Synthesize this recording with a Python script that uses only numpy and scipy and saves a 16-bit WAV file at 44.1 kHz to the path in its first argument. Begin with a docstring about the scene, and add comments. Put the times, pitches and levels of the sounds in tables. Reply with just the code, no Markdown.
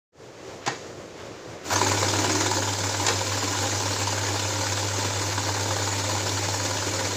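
"""A small office, close to a banknote counter on the desk, with fans rushing softly in the room.
A bundle is knocked against the hopper and slid in; then the motor starts and pulls about 18 notes a second.
Each note snaps taut in the rollers, rustles along the path and slaps onto the stack, over mains hum
and the rattle of the drive. The full bundle shudders at first, then the feed runs on evenly."""
import sys
import numpy as np
from scipy import signal
from scipy.fft import rfft, irfft
from scipy.io import wavfile
from scipy.ndimage import uniform_filter1d

SR = 44100
rng = np.random.default_rng(int(sys.argv[2]) if len(sys.argv) > 2 else 0)


def unload_audio(sound):
    """Save the sound as a 16-bit wav file, at the path given as the first command line argument."""
    columns = np.transpose(np.atleast_2d(sound))
    # keep every value between -1 and 1, then stretch to whole-number steps
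    steps = np.round(np.clip(columns, -1, 1) * 32767)
    wavfile.write(sys.argv[1], SR, steps.astype(np.int16))


N = 315756
TIME, FREQ = np.arange(N) / SR, np.fft.rfftfreq(16384, 1 / SR)
MAINS_HZ, FIRST_NOTE_S = 49.99, 1.707

# dark bed of fan noise: (frequency [Hz], relative level [dB])
AIR_EQ = [(25, -22), (60, -15), (95, -1), (160, -5.5), (230, -8), (350, -0.5), (540, -1), (800, -11),
          (1500, -16.5), (3200, -23.5), (7100, -22.5), (8800, -37.5), (12000, -46), (15000, -44)]
# fingers slide the bundle in: (peak time [s], level [dB], half length [s])
FINGER_STROKES = [(0.444, -62, .12), (0.65, -47, 0.035), (1.198, -47, 0.028), (1.25, -58, .025),
                  (1.386, -52, 0.053), (1.653, -48.5, 0.075)]
# paper rubbing on the hopper: (frequency [Hz], relative level [dB])
RUB_EQ = [(60, -29), (350, 1), (1000, 0.5), (2000, -2), (2700, -5), (3300, -7), (7000, -11.5), (8600, -31),
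          (15000, -35)]
# the bundle knocks, later notes catch: (time [s], level [dB], decay [s], treble lift [dB])
HOPPER_KNOCKS = [(0.662, -20.5, 0.0062, -2), (0.669, -29, 0.0027, -3), (0.674, -19.5, 0.0064, -19),
                 (0.6765, -18, 0.0057, -11), (1.715, -20, 0.0062, -16), (1.726, -22, 0.0053, -8),
                 (3.065, -18, 0.0076, 5), (3.082, -20, 0.0039, 7), (3.086, -16, 0.0044, 0),
                 (3.098, -26.5, 0.0059, 5)]
# tone of a knock: (frequency [Hz], relative level [dB])
KNOCK_EQ = [(30, -35), (70, -27), (130, -4.5), (230, -14.5), (370, 5), (700, 0.5), (1050, 3), (1350, -0.5),
            (1900, -2.5), (2800, -2.5), (4500, -3), (7200, -2.5), (8600, -19), (15000, -34)]
# ring of the hopper: (frequency [Hz], relative level [dB], t60 [s])
HOPPER_MODES = [(159, 0, 0.14), (363, 1, 0.11), (474, 2.5, 0.091), (854, -1, 0.073), (1060, 3, 0.058),
                (1490, -12, .07), (1870, -1, 0.15), (1990, 0, 0.087), (2312, 6, 0.092), (2690, 6, .07),
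                (3300, -13, 0.08), (4040, -7, 0.076)]
# swell of the scuff as the rollers spin up: (time [s], level [dB])
SCUFF_ENVELOPE = [(1.6, -100), (1.645, -46), (1.70, -42), (1.735, -23.5), (1.76, -48), (1.85, -100)]
# bright hiss of that scuff: (frequency [Hz], relative level [dB])
SCUFF_EQ = [(200, -14), (1500, 8), (3200, -27), (4500, 2), (7200, -1), (9000, -22), (12000, -20),
            (15000, -11)]
# feed speed, sagging as the stacker fills: (time [s], rate [notes/s])
FEED_RATE = [(1.7, 18.683), (2.55, 18.410), (2.9, 18.726), (4.6, 18.485), (5.1, 18.111), (5.7, 18.235),
             (7.0, 17.569)]
# the drive takes up the bundle, then runs evenly: (time [s], gain [dB])
DRIVE_LOAD = [(1.62, -60), (1.655, -4), (1.72, 1), (2.1, 1), (2.45, -5), (2.6, -.5), (7.16, -0.5)]
# rattle of belts and gears: (frequency [Hz], relative level [dB])
DRIVE_EQ = [(25, -20), (60, -36), (80, -49), (115, -14), (220, -9.5), (300, -1), (420, -6), (650, -7),
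            (1000, -11.5), (2000, -14), (4000, -14), (7200, -10), (8600, -26), (15000, -28)]
# shaft tones: (frequency [multiple of the feed rate], level before the load gain [dB])
SHAFT_ORDERS = [(3, -67), (5, -52), (10, -54), (15.4, -52), (43.5, -58)]
# body resonances of case and desk: (frequency [Hz], width [Hz], lift [dB])
CASE_MODES = [(285, 44, 7.5), (353, 35, 6.5), (446, 13, 3), (523, 113, 9.5), (812.6, 18, 8), (890, 94, 8),
              (988, 79, 7), (1014, 23, -3.5), (1433, 130, 2), (1750, 170, 1), (2330, 330, 4),
              (2874, 140, 4.5), (3555, 75, 6), (4220, 150, 3.5), (6900, 350, 1.3)]
# the motor's hum swells, then settles: (time [s], level [dB])
HUM_ENVELOPE = [(1.68, -78), (1.73, -34), (1.9, -30), (2.4, -33), (3.4, -34), (4, -32.5), (6.2, -32),
                (7.16, -35.5)]
# swell and fade of the bundle's shudder: (time [s], level [dB])
SHUDDER_ENVELOPE = [(1.7, -66), (1.8, -30.5), (1.95, -34), (2.1, -33.5), (2.28, -31), (2.48, -32.5),
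                    (2.6, -38.5), (3, -69)]
# hollow tone of that shudder: (frequency [Hz], relative level [dB])
SHUDDER_EQ = [(25, -44), (90, -11), (220, -12.5), (290, 4), (400, 4), (460, -22), (700, -5), (3000, -71)]
# the full bundle presses on the rollers until it loosens: (time [s], extra friction [dB])
BUNDLE_PRESSURE = [(1.7, 1.5), (2.15, 2.6), (2.33, 4.5), (2.56, -0.5), (3.2, -0.42), (7.16, -0.5)]
# notes that stick and come away with a harder snap: (time [s], snap gain [dB])
STICKING_NOTES = [(1.761, 9), (1.815, 6.5), (1.867, 6.5), (1.917, 7.5), (2.029, 7), (2.245, 7.5),
                  (2.299, 4), (2.409, 1.5), (2.515, 2.5), (2.571, 3), (5.381, 5.5)]
# crack of a note in the rollers: (frequency [Hz], relative level [dB])
SNAP_EQ = [(40, -36), (130, 3), (300, -7), (650, 3), (1000, 9), (1250, 2), (1650, 6.5), (2000, -12.5),
           (3000, -6.5), (5000, -1), (7300, -37), (8600, -61), (15000, -59)]
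# ring of a taut note: (frequency [Hz], relative level [dB], decay [s])
TAUT_MODES = [(331, -7.5, 0.0055), (583, -6.5, 0.0051), (913, 0, 0.002), (1597, -6.5, 0.0014)]
# paper scraping along the path: (frequency [Hz], relative level [dB])
RUSTLE_EQ = [(100, -52), (500, -7.5), (1500, 1), (2800, -6.5), (4300, -1), (5800, -0.5), (6900, 2),
             (7600, -1), (8600, -15.5), (12000, -28), (15000, -20.5)]
# reverb tail of the room: (frequency [Hz], t60 [s])
ROOM_DECAY = [(150, 1), (600, 0.24), (2000, 0.36), (6000, 0.75), (14000, 0.93)]


def amp(db):
    """Decibels to gain."""
    return 10 ** (np.asarray(db) / 20)


def unit(x):
    """Scales to rms 1."""
    return x / np.sqrt(np.mean(x ** 2) + 1e-20)


def curve(rows):
    """Automation lane: straight lines between (time [s], value) rows."""
    return np.interp(TIME, *np.transpose(rows))


def at_hz(rows, hz=FREQ):
    """Reads (frequency [Hz], value) rows on a log-frequency axis."""
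    row_hz, value = np.transpose(rows)
    return np.interp(np.log(hz + 1), np.log(row_hz + 1), value)


def colour(x, eq, lift_db=0):
    """Minimum-phase EQ of unit power gain: whatever rings does so after its cause."""
    gain = amp(at_hz(eq) + lift_db)
    mirrored = np.r_[gain, gain[-2:0:-1]]
    phase = -signal.hilbert(np.log(mirrored)).imag[:len(gain)]
    response = irfft(gain * np.exp(1j * phase))
    return signal.oaconvolve(x, response / np.linalg.norm(response))[:N]


def through_case(x, eq):
    """Colours a force with its own EQ and the resonances of the case."""
    lift_db = sum(db / (1 + (2 * (FREQ - hz) / width) ** 2) for hz, width, db in CASE_MODES)
    return colour(x, eq, lift_db)


def wander(hz):
    """Random modulation of rms 1, moving at rates up to about hz."""
    t = TIME[::SR // 2000]
    rolloff = 1 + (np.fft.rfftfreq(len(t), t[1]) / hz) ** 4
    slow = irfft(rfft(rng.standard_normal(len(t))) / rolloff, len(t))
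    return np.interp(TIME, t, unit(slow))


def random_signs(count=N):
    """White noise made of +1 and -1."""
    return rng.choice([-1., 1.], count)


def crackle(per_s, spread_db):
    """Tiny slips and crinkles of unequal size, rms 1."""
    size = amp(spread_db * np.minimum(rng.exponential(1, N), 4))
    return unit(size * random_signs() * (rng.random(N) < per_s / SR))


def bursts(times, gains, decay, rise):
    """Envelope of hits with a fast attack and an exponential tail; times in seconds."""
    starts = np.round(np.maximum(times, 0) * SR).astype(int)
    hits = np.bincount(starts, gains, N)[:N]
    t = TIME[:SR // 5]
    return signal.oaconvolve(hits, (1 - np.exp(-t / rise)) * np.exp(-t / decay))[:N]


def fans(level_db=-40, waver_db=1.9):
    """Fans keep up a soft, slightly uneven rush of air."""
    return amp(level_db + waver_db * wander(6.6)) * colour(rng.standard_normal(N), AIR_EQ)


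def handling(contact_db=-53):
    """The bundle rubs on the hopper walls, swelling with each stroke of the fingers."""
    strokes = sum(amp(db) * np.exp(-((TIME - peak) / half) ** 2) for peak, db, half in FINGER_STROKES)
    return (amp(contact_db) + strokes) * colour(crackle(3500, 1.2), RUB_EQ)


def hopper_knocks(ring_db=-13.02, rattle_db=-17, rattle_decay=0.048):
    """Paper edges knock on the hopper, which rings and rattles on; crisper hits carry more treble."""
    noise = random_signs()
    dull = signal.lfilter(*signal.butter(1, 2500, fs=SR), noise)
    treble = noise - dull
    times, levels_db, _, _ = np.transpose(HOPPER_KNOCKS)
    force = bursts(times, amp(levels_db + rattle_db), rattle_decay, rise=0.0095) * dull
    for at, db, decay, treble_db in HOPPER_KNOCKS:
        force += bursts([at], [amp(db)], decay, rise=0.0011) * (dull + amp(treble_db) * treble)
    knocks = colour(force, KNOCK_EQ)
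    t = TIME[:SR // 4]
    ring = sum(amp(db - 60 * t / t60) * np.sin(2 * np.pi * hz * t) for hz, db, t60 in HOPPER_MODES)
    return knocks + amp(ring_db) * signal.oaconvolve(knocks, ring / np.linalg.norm(ring))[:N]


def roller_scuff():
    """The rollers spin up against the bottom note with a bright hiss."""
    return amp(curve(SCUFF_ENVELOPE)) * colour(crackle(9000, 2), SCUFF_EQ)


def feed_turns():
    """Turns of the feed roller since the first note; one turn pulls one note."""
    turns = np.cumsum(curve(FEED_RATE)) / SR
    return turns - np.interp(FIRST_NOTE_S, TIME, turns)


def drive(rattle_db=-34.5, flutter_db=2.5, waver=0.25, slip_rad=0.35):
    """Belts and gears rattle under load; the shafts shake the case at multiples of the feed rate."""
    rattle = through_case(crackle(3000, 3) * amp(flutter_db * wander(35)), DRIVE_EQ)
    turns = feed_turns()
    shafts = np.zeros(N)
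    for order, db in SHAFT_ORDERS:
        gain = np.sqrt(2) * amp(db) * (1 + waver * wander(3.2))
        shafts += gain * np.sin(2 * np.pi * order * turns + slip_rad * wander(11))
    return amp(curve(DRIVE_LOAD)) * (amp(rattle_db) * rattle + shafts)


def motor_hum(waver_db=0.5, sway_rad=0.072):
    """The motor's iron hums at twice the mains frequency."""
    tone = np.sqrt(2) * np.sin(2 * np.pi * 2 * MAINS_HZ * TIME + sway_rad * wander(5.6))
    return amp(curve(HUM_ENVELOPE) + waver_db * wander(18)) * tone


def bundle_shudder():
    """The bundle shudders on the feed roller: a hollow drone that fades as the load gets lighter."""
    return amp(curve(SHUDDER_ENVELOPE)) * colour(rng.standard_normal(N), SHUDDER_EQ)


def note_cues(jitter_s=0.00079, friction_share=0.32, sag_db_per_s=0.3):
    """One note a turn, each a little different: times [s], snap gains [dB] and rustle gains [dB]."""
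    turns = feed_turns()
    count = np.arange(int(turns[-1]) + 1)
    late, crisp, coarse = rng.standard_normal((len(count), 3)).T
    times = np.interp(count, turns, TIME) + jitter_s * late
    friction_db = np.interp(times, *np.transpose(BUNDLE_PRESSURE))
    pull_db = friction_share * friction_db - sag_db_per_s * (times - FIRST_NOTE_S) + 1.4 * crisp
    for at, db in STICKING_NOTES:
        nearest = np.argmin(abs(times - at))
        times[nearest], pull_db[nearest] = at, db
    return times, pull_db, friction_db + 0.5 * coarse


def note_snaps(times, pull_db, level_db=-22.5, pop_db=-24, grip_db=-5, land_db=-7, decay=0.0038):
    """Each note is gripped, snaps taut between the rollers, then slaps the stacker."""
    grip_size, land_size, late = rng.standard_normal((len(times), 3)).T
    force = amp(pull_db)
    grip = bursts(times - 0.00453, force * amp(grip_db + grip_size), decay, rise=0.00064)
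    snap = bursts(times - 0.0006, force, decay, rise=0.00056)
    land_times = times + 0.0179 + 0.00295 * late
    slap = bursts(land_times, force * amp(land_db + 2 * land_size), decay=0.0054, rise=0.00089)
    cracks = through_case((grip + snap + slap) * random_signs(), SNAP_EQ)
    return amp(level_db) * cracks + amp(pop_db) * taut_pops(times - 0.0005, force)


def taut_pops(times, force, pitch_spread=0.11, rise=0.0019):
    """A note pulled taut rings for a few cycles: a round pop, pitched a little differently each time."""
    pops, t = np.zeros(N + SR), TIME[:SR // 30]
    attack = 1 - np.exp(-t / rise)
    detunes = 1 + pitch_spread * rng.standard_normal((len(times), len(TAUT_MODES)))
    for start, gain, ratios in zip(np.round(times * SR).astype(int), force, detunes):
        for (hz, db, decay), ratio in zip(TAUT_MODES, ratios):
            envelope = gain * amp(db) * attack * np.exp(-t / decay)
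            pops[start:start + len(t)] += envelope * np.sin(2 * np.pi * hz * ratio * t)
    return pops[:N]


def paper_flex(x, depth_db):
    """Flexing paper changes colour from moment to moment; rms 1."""
    spectra = signal.stft(x, nperseg=256, noverlap=192)[2]
    patches = uniform_filter1d(rng.standard_normal(spectra.shape), size=3, axis=0)  # across frequency
    patches = uniform_filter1d(patches, size=14, axis=1)  # across time
    flexed = signal.istft(spectra * amp(depth_db * unit(patches)), nperseg=256, noverlap=192)[1]
    return unit(flexed[:N])


def note_rustle(times, rustle_db, level_db=-33, peel_db=-6, drag_db=-5, flutter_db=1.18):
    """Paper drags on the rollers and each note scrapes along the path; midway the next one peels off."""
    late, size = rng.standard_normal((len(times), 2)).T
    scrape = bursts(times - 0.0056, amp(1.73 * rustle_db), decay=0.037, rise=0.0022)
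    peel_times = times + 0.0298 + 0.0012 * late
    peel = bursts(peel_times, amp(peel_db + rustle_db + 2 * size), decay=0.007, rise=0.00069)
    drag = amp(drag_db + curve(DRIVE_LOAD))
    fibres = paper_flex(crackle(14000, 2.4), depth_db=3)
    envelope = (scrape + peel + drag) * amp(flutter_db * wander(90))
    return amp(level_db) * through_case(envelope * fibres, RUSTLE_EQ)


def room(x, wet_db=-5):
    """Sparse reflections off desk and partitions; each band dies away at its own speed."""
    slots = np.arange(200, SR // 2, 20)  # one reflection in every 20 samples
    taps = np.zeros(SR)
    taps[slots + rng.integers(0, 20, len(slots))] = random_signs(len(slots))
    hz, t, spectra = signal.stft(taps, SR, nperseg=256)
    t60 = at_hz(ROOM_DECAY, hz)[:, None]
    tail = signal.istft(spectra * amp(-60 * t / t60), SR)[1]
    return x + amp(wet_db) * signal.fftconvolve(x, tail / np.linalg.norm(tail))[:N]


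def scene():
    """Mono mix: paper and drive go through the room, over a dry bed of hum and fans."""
    times, pull_db, rustle_db = note_cues()
    notes = note_snaps(times, pull_db) + note_rustle(times, rustle_db)
    bundle = roller_scuff() + bundle_shudder() + hopper_knocks() + handling()
    return (room(notes + bundle + drive()) + motor_hum() + fans())[None]


def record(dry, start_s=0.12, fade_s=0.28, cutoff_hz=15470):
    """Fades the mix in and trims the top end with a steep low-pass."""
    fade_in = np.clip((TIME - start_s) / fade_s, 0, 1) ** 0.91
    lowpass = signal.firwin(801, cutoff_hz, window=("kaiser", 9), fs=SR)
    return signal.oaconvolve(dry * fade_in, lowpass[None], "same")


dry = scene()
out = record(dry)
unload_audio(out)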